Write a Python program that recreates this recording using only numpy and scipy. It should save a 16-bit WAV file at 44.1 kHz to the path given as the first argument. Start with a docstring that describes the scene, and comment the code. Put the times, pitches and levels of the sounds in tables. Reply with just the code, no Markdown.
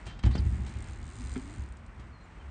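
"""A hollow quarter pipe booms as a BMX bike hops on its deck, drops in and coasts across a skatepark.
The wheels load the panels and set them ringing, the frame clatters and a tyre squeaks as it twists.
The freewheel pawl ticks with the wheel's speed over grainy tyre hiss and a rising hum, and a wheel
thumps over the ramp's foot. Behind it all: a bed of open air and a few far birds."""
import sys
import numpy as np
from scipy import signal
from scipy.fft import rfft, irfft
from scipy.io import wavfile

SR = 44100
rng = np.random.default_rng(int(sys.argv[2]) if len(sys.argv) > 2 else 0)


def bounce(signal):
    """Save signal as a 16-bit WAV file at the path given by the first command-line argument."""
    frames = np.transpose(np.atleast_2d(signal))
    limited = np.clip(frames, -1, 1)
    pcm = np.round(limited * 32767).astype(np.int16)
    wavfile.write(sys.argv[1], SR, pcm)


N = 110250

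# wheels loading the ramp: t/s, level/dB, contact/s
WHEEL_BLOWS = [(.052, -41, .007), (.155, -39, .012), (.235, -17.5, .008), (.254, -19, .006),
               (.287, -19, .009), (.384, -20.5, .008), (.453, -22, .008), (.517, -22.5, .009),
               (.599, -30, .008), (.75, -29, .012), (.886, -36.5, .007), (1.02, -28.5, .016),
               (1.583, -32, .009), (2.035, -42, .012)]
# modes of the hollow ramp's panels: f/Hz, level/dB, t60/s
PANEL_MODES = [(67, 5, .3), (104, 1.5, .22), (122, -1.5, .17), (164, -6, .2), (208, -4, .14),
               (240, -3, .15), (335, -4.5, .11), (405, -14, .14)]
# ramp rumble under the rolling tyres: t/s, level/dB
RUMBLE_FADER = [(0, -41), (.1, -49), (.21, -48.5), (.26, -43), (.42, -31.5), (.56, -34), (.68, -38.5),
                (.95, -45.5), (1.06, -43.5), (1.3, -40), (1.52, -42.5), (1.6, -38), (1.72, -49.5),
                (2.1, -44.5), (2.25, -60), (2.5, -50)]
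# wheels crossing the lip at the ramp's foot: t/s, level/dB
LIP_HITS = [(1.197, -44), (1.3627, -25), (1.576, -48.5)]
# modes of the foot plate: f/Hz, level/dB, t60/s
PLATE_MODES = [(253, 3.5, 0.1), (318, -11.5, 0.068), (373, -5.5, 0.087), (429, -6, 0.088)]

# knocks of frame, chain and rims: t/s, level/dB, attack/s, decay/s, tilt/(dB per octave), high cut/Hz
FRAME_KNOCKS = [(.050, -49.5, 0.01, 0.02, 1.5, 10000), (0.065, -40, 0.0028, .013, 1.5, 10000),
                (0.08, -48.5, 0.012, 0.075, 1, 6500), (0.189, -42.5, 0.0041, 0.0054, 1, 8000),
                (0.228, -54, 0.0015, .012, 4, 8000), (.235, -28, 0.0024, 0.0071, -0.17, 5500),
                (0.251, -41, .003, 0.015, 1, 9000), (0.26, -28, 0.0023, 0.015, -2, 10000),
                (.108, -51, 0.003, 0.011, 1.5, 5460), (0.308, -40, 0.0037, 0.014, 0, 9000),
                (0.3507, -28, 0.0026, 0.011, -1, 9000), (.368, -30.5, 0.0021, 0.033, -4.5, 6000),
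                (.662, -50, 0.0028, .03, 3, 11000), (0.86, -52, 0.0065, 0.047, 0.5, 10000),
                (1.356, -32.5, 0.0023, 0.0068, 6.5, 2300), (1.992, -50, 0.0066, 0.013, .5, 9000),
                (2.332, -55, 0.0041, 0.036, 13, 2500)]
# noise colour of the knocks: f/Hz, level/dB
KNOCK_EQ = [(150, 18.5), (330, 5.5), (540, -2.5), (780, 3), (1400, -5), (2100, -4.5), (2550, -7.5),
            (3200, -7.5), (4000, -8.5), (5600, -16.5), (8500, -15.5)]
# modes of rims and spokes: f/Hz, level/dB, t60/s
RIM_MODES = [(780, -6, 0.21), (1725, 1, .1), (2786, 2, 0.092), (3090, 7, 0.14), (3240, 9.5, 0.078),
             (3220, -9, 0.11), (3480, -20, 0.14)]

# speed of the freewheel's ticking: t/s, rate/Hz
TICK_RATE = [(0.373, 61.7), (0.428, 57.8), (0.474, 102.2), (0.548, 94.9), (0.605, 68.9), (0.744, 66.4),
             (0.832, 49.0), (0.89, 87.5), (0.998, 68.6), (1.109, 92.0), (1.25, 97.1), (1.286, 82.3),
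             (1.357, 104.0), (1.523, 96.3), (1.598, 84.5), (1.651, 40.8), (1.761, 17.8), (1.9, 0.5)]
# tick strength as the bike nears and turns away: t/s, level/dB
TICK_FADER = [(.39, -57), (.44, -58), (.62, -59.5), (.82, -54.5), (1.0, -59), (1.15, -54.5), (1.34, -52),
              (1.46, -58.5), (1.61, -58), (1.67, -63.5), (1.74, -58.5), (1.9, -63)]
# noise colour of the ticks: f/Hz, level/dB
TICK_EQ = [(1500, -18), (3300, -3.5), (4300, -3), (5400, -7), (6800, -2.5), (8600, 0), (10000, 3)]
# modes of the hub: f/Hz, level/dB, t60/s
HUB_MODES = [(4080, -12.5, 0.068), (4860, -17.5, 0.13), (6350, -7, 0.016), (7160, -8, 0.043),
             (8640, -8, 0.046)]

# tyre hiss on the riding surface: t/s, level/dB
HISS_FADER = [(0, -54), (.22, -66.5), (.3, -52.5), (.6, -54.5), (.7, -52), (1.0, -56), (1.35, -54.5),
              (1.6, -55.5), (1.75, -60.5), (1.95, -61), (2.02, -58), (2.15, -63), (2.3, -59.5), (2.4, -58),
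              (2.5, -58.5)]
# noise colour of the hiss: f/Hz, level/dB
HISS_EQ = [(200, 11), (350, 8.5), (520, -2), (850, 3), (1400, -2), (2100, 1.5), (3300, -9), (4300, -12.5),
           (5600, -17.5), (8500, -16.5)]
# rubber twisting on the deck: t/s, length/s, first f/Hz, last f/Hz, level/dB, peak/fraction of length
RUBBER_SQUEAKS = [(0.305, .064, 3480, 4650, -50, 0.65), (0.377, 0.026, 5300, 3660, -43.5, 0.1)]
# low hum, rising as the bike gathers speed: t/s, f/Hz, level/dB
HUM_GLIDE = [(0.419, 160, -58), (0.499, 171.8, -45), (0.581, 186, -34), (0.632, 211.2, -46.5),
             (.72, 215.5, -59), (1.122, 225, -75), (1.21, 235.7, -44), (1.331, 252.3, -57),
             (1.441, 271.7, -45.5), (1.542, 308.4, -51), (1.702, 331, -70.5)]

# reflections from ground and ramps: delay/s, level/dB
SLAPBACKS = [(0.0155, -12.5), (0.0267, -19.5)]
# far bird whistles: t/s, first f/Hz, last f/Hz, level/dB, attack/s, decay/s
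BIRD_CALLS = [(2.112, 4560, 4100, -59, .04, .055), (2.222, 7800, 6650, -72, .025, .014),
              (2.385, 3250, 2980, -66, .025, .022)]
# noise colour of distant town and light air: f/Hz, level/dB
AIR_EQ = [(24, -35.5), (38, 11), (54, 9.5), (75, 4), (110, -11), (160, -3.5), (260, -24), (450, -17.5),
          (750, -18.5), (1300, -16.5), (2000, -22.5), (3000, -35.5), (4200, -57), (5700, -40.5),
          (8500, -62)]

HIGH_CUT_HZ = 9000


def ramp(dull_hz=260, low_cut_hz=40):
    """The hollow panels boom under each wheel blow and rumble while the tyres roll."""
    blows = sum(from_db(db) * tyre_push(start, contact) for start, db, contact in WHEEL_BLOWS)
    rumble = from_db(curve(RUMBLE_FADER)) * rms_one(ring(slow_noise(dull_hz), PANEL_MODES))
    low_cut = signal.butter(2, low_cut_hz, "high", fs=SR, output="sos")
    return signal.sosfilt(low_cut, ring(blows, PANEL_MODES) + rumble)


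def foot_plate(contact_s=.0029):
    """Wheels strike the plate where the ramp meets the ground: short, hollow thumps."""
    force = sum(from_db(db) * tyre_push(start, contact_s) for start, db in LIP_HITS)
    return ring(force, PLATE_MODES)


def frame_clatter(rims_db=-22):
    """Each jolt rattles the bike's many damped parts; the rims ring on under the rattle."""
    knocks = 0
    for start, db, attack, decay, tilt, top_hz in FRAME_KNOCKS:
        high_cut = signal.butter(4, top_hz, fs=SR, output="sos")
        rattle = signal.sosfilt(high_cut, noise(KNOCK_EQ, tilt))
        knocks = knocks + from_db(db) * burst(seconds() - start, attack, decay) * rattle
    rims = np.std(knocks) * rms_one(ring(knocks, RIM_MODES))
    return knocks + from_db(rims_db) * rims


def freewheel(spread_db=2.0, lead_s=.0011):
    """The pawl snaps over each ratchet tooth with a bright tick, and the hub rings faintly."""
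    t = seconds()
    coasting = (t > TICK_RATE[0][0]) * (t < TICK_RATE[-1][0])
    teeth_passed = np.cumsum(curve(TICK_RATE) * coasting) / SR
    tick_times = t[1:][np.diff(np.floor(teeth_passed)) > 0] - lead_s
    onsets = (tick_times * SR).astype(int)
    sizzle = noise(TICK_EQ)
    strength = from_db(curve(TICK_FADER) + spread_db * rng.standard_normal(N))
    snaps = np.zeros(N)
    snaps[onsets] = strength[onsets]
    tick_shape = burst(t[:SR // 20], attack_s=.0012, decay_s=.0022, hold_s=.0008)
    return sizzle * signal.fftconvolve(snaps, tick_shape)[:N] + ring(snaps, HUB_MODES)


def tyre_hiss(grain_db=.9, grain_hz=70):
    """Rubber rolls over the riding surface: a hiss with a fine grain in its level."""
    grain = grain_db * slow_noise(grain_hz)
    return from_db(curve(HISS_FADER) + grain) * noise(HISS_EQ)


def tyre_squeaks():
    """Rubber twists on the deck in short, gliding squeaks."""
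    out = 0
    for start, length, first_hz, last_hz, db, peak in RUBBER_SQUEAKS:
        progress = (seconds() - start) / length
        swell = np.interp(progress, [0, peak, 1], [0, 1, 0])
        pitch = np.interp(progress, [0, 1], [first_hz, last_hz])
        out = out + from_db(db) * swell * rough_tone(pitch, width_hz=400)
    return out


def rolling_hum():
    """A rough, low, climbing tone, like tread singing on the riding surface."""
    times, hz, db = np.transpose(HUM_GLIDE)
    t = seconds()
    gate = (t > times[0]) * (t < times[-1])
    return gate * from_db(np.interp(t, times, db)) * rough_tone(np.interp(t, times, hz), width_hz=14)


def slapback(dry, dull_hz=5200):
    """The direct sound plus its dull reflections off ground and ramps."""
    t, dull = seconds(), lowpass(dry, dull_hz)
    return dry + sum(from_db(db) * np.interp(t - delay, t, dull, left=0) for delay, db in SLAPBACKS)


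def birds(glide_s=.034):
    """Far whistles that fall in pitch and level out."""
    out = 0
    for start, first_hz, last_hz, db, attack, decay in BIRD_CALLS:
        age = np.maximum(seconds() - start, 0)
        pitch = last_hz + (first_hz - last_hz) * np.exp(-age / glide_s)
        out = out + from_db(db) * burst(age, attack, decay) * rough_tone(pitch, width_hz=13.4)
    return out


def open_air(level_db=-48):
    """A steady, bass-heavy bed of distant town and light air."""
    return from_db(level_db) * noise(AIR_EQ)


def tyre_push(start_s, contact_s):
    """A tyre's soft force pulse, of unit area: quick squeeze, slower release."""
    progress = np.maximum(seconds() - start_s, 0) / contact_s
    force = progress * np.exp(-2 * np.pi * progress)
    return force / force.sum()


def ring(force, modes):
    """A body's modes ring in answer to a force, neighbours in opposite polarity."""
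    out = 0
    for k, (hz, db, t60) in enumerate(modes):
        radius, angle = np.exp(-np.log(1000) / (t60 * SR)), 2 * np.pi * hz / SR
        poles = [1, -2 * radius * np.cos(angle), radius ** 2]
        out = out + (-1) ** k * from_db(db) * signal.lfilter([0, np.sin(angle)], poles, force + 1e-18)
    return out


def rough_tone(hz, width_hz):
    """A narrow band of noise that follows a pitch curve."""
    phase = 2 * np.pi * np.cumsum(hz) / SR
    return (slow_noise(width_hz) * np.cos(phase) + slow_noise(width_hz) * np.sin(phase)) / np.sqrt(2)


def noise(eq, tilt_db=0):
    """Unit-power noise shaped by an EQ curve and a tilt per octave."""
    bin_hz = np.maximum(np.arange(N // 2 + 1) * SR / N, 1)
    hz, db = np.transpose(eq)
    octave = np.log2(np.clip(bin_hz, hz[0], hz[-1]))
    gain = from_db(np.interp(octave, np.log2(hz), db) + tilt_db * octave)
    band_edges = np.minimum(bin_hz / hz[0], 1) ** 2 * (bin_hz < HIGH_CUT_HZ)
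    return rms_one(irfft(rfft(rng.standard_normal(N)) * gain * band_edges, N))


def slow_noise(hz):
    """A random wobble of unit power, rolled off above hz."""
    return rms_one(lowpass(lowpass(rng.standard_normal(N), hz), hz))


def burst(t, attack_s, decay_s, hold_s=0):
    """An envelope: smooth attack to 1, hold, exponential tail."""
    attack = np.sin(np.pi / 2 * np.clip(t / attack_s, 0, 1)) ** 2
    return attack * np.exp(-np.maximum(t - attack_s - hold_s, 0) / decay_s)


def lowpass(x, hz):
    """A gentle one-pole high cut."""
    return signal.sosfilt(signal.butter(1, hz, fs=SR, output="sos"), x)


def curve(rows):
    """An automation line through (time, value) points."""
    return np.interp(seconds(), *np.transpose(rows))


def seconds():
    """The time of every sample."""
    return np.arange(N) / SR


def from_db(db):
    """Decibels to gain."""
    return 10 ** (np.asarray(db) / 20)


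def rms_one(x):
    """Scale to unit power."""
    return x / np.sqrt(np.mean(x ** 2) + 1e-20)


def scene():
    """The mono mix: booming ramp, bike and foot plate with slapback, hum, birds and air."""
    bed = open_air()
    ride = freewheel() + frame_clatter() + tyre_hiss() + tyre_squeaks() + foot_plate()
    return (ramp() + slapback(ride) + rolling_hum() + birds() + bed)[None]


def record(dry):
    """A steep high cut on the whole mix."""
    return signal.sosfilt(signal.ellip(10, .2, 70, HIGH_CUT_HZ, fs=SR, output="sos"), dry)


dry = scene()
out = record(dry)
bounce(out)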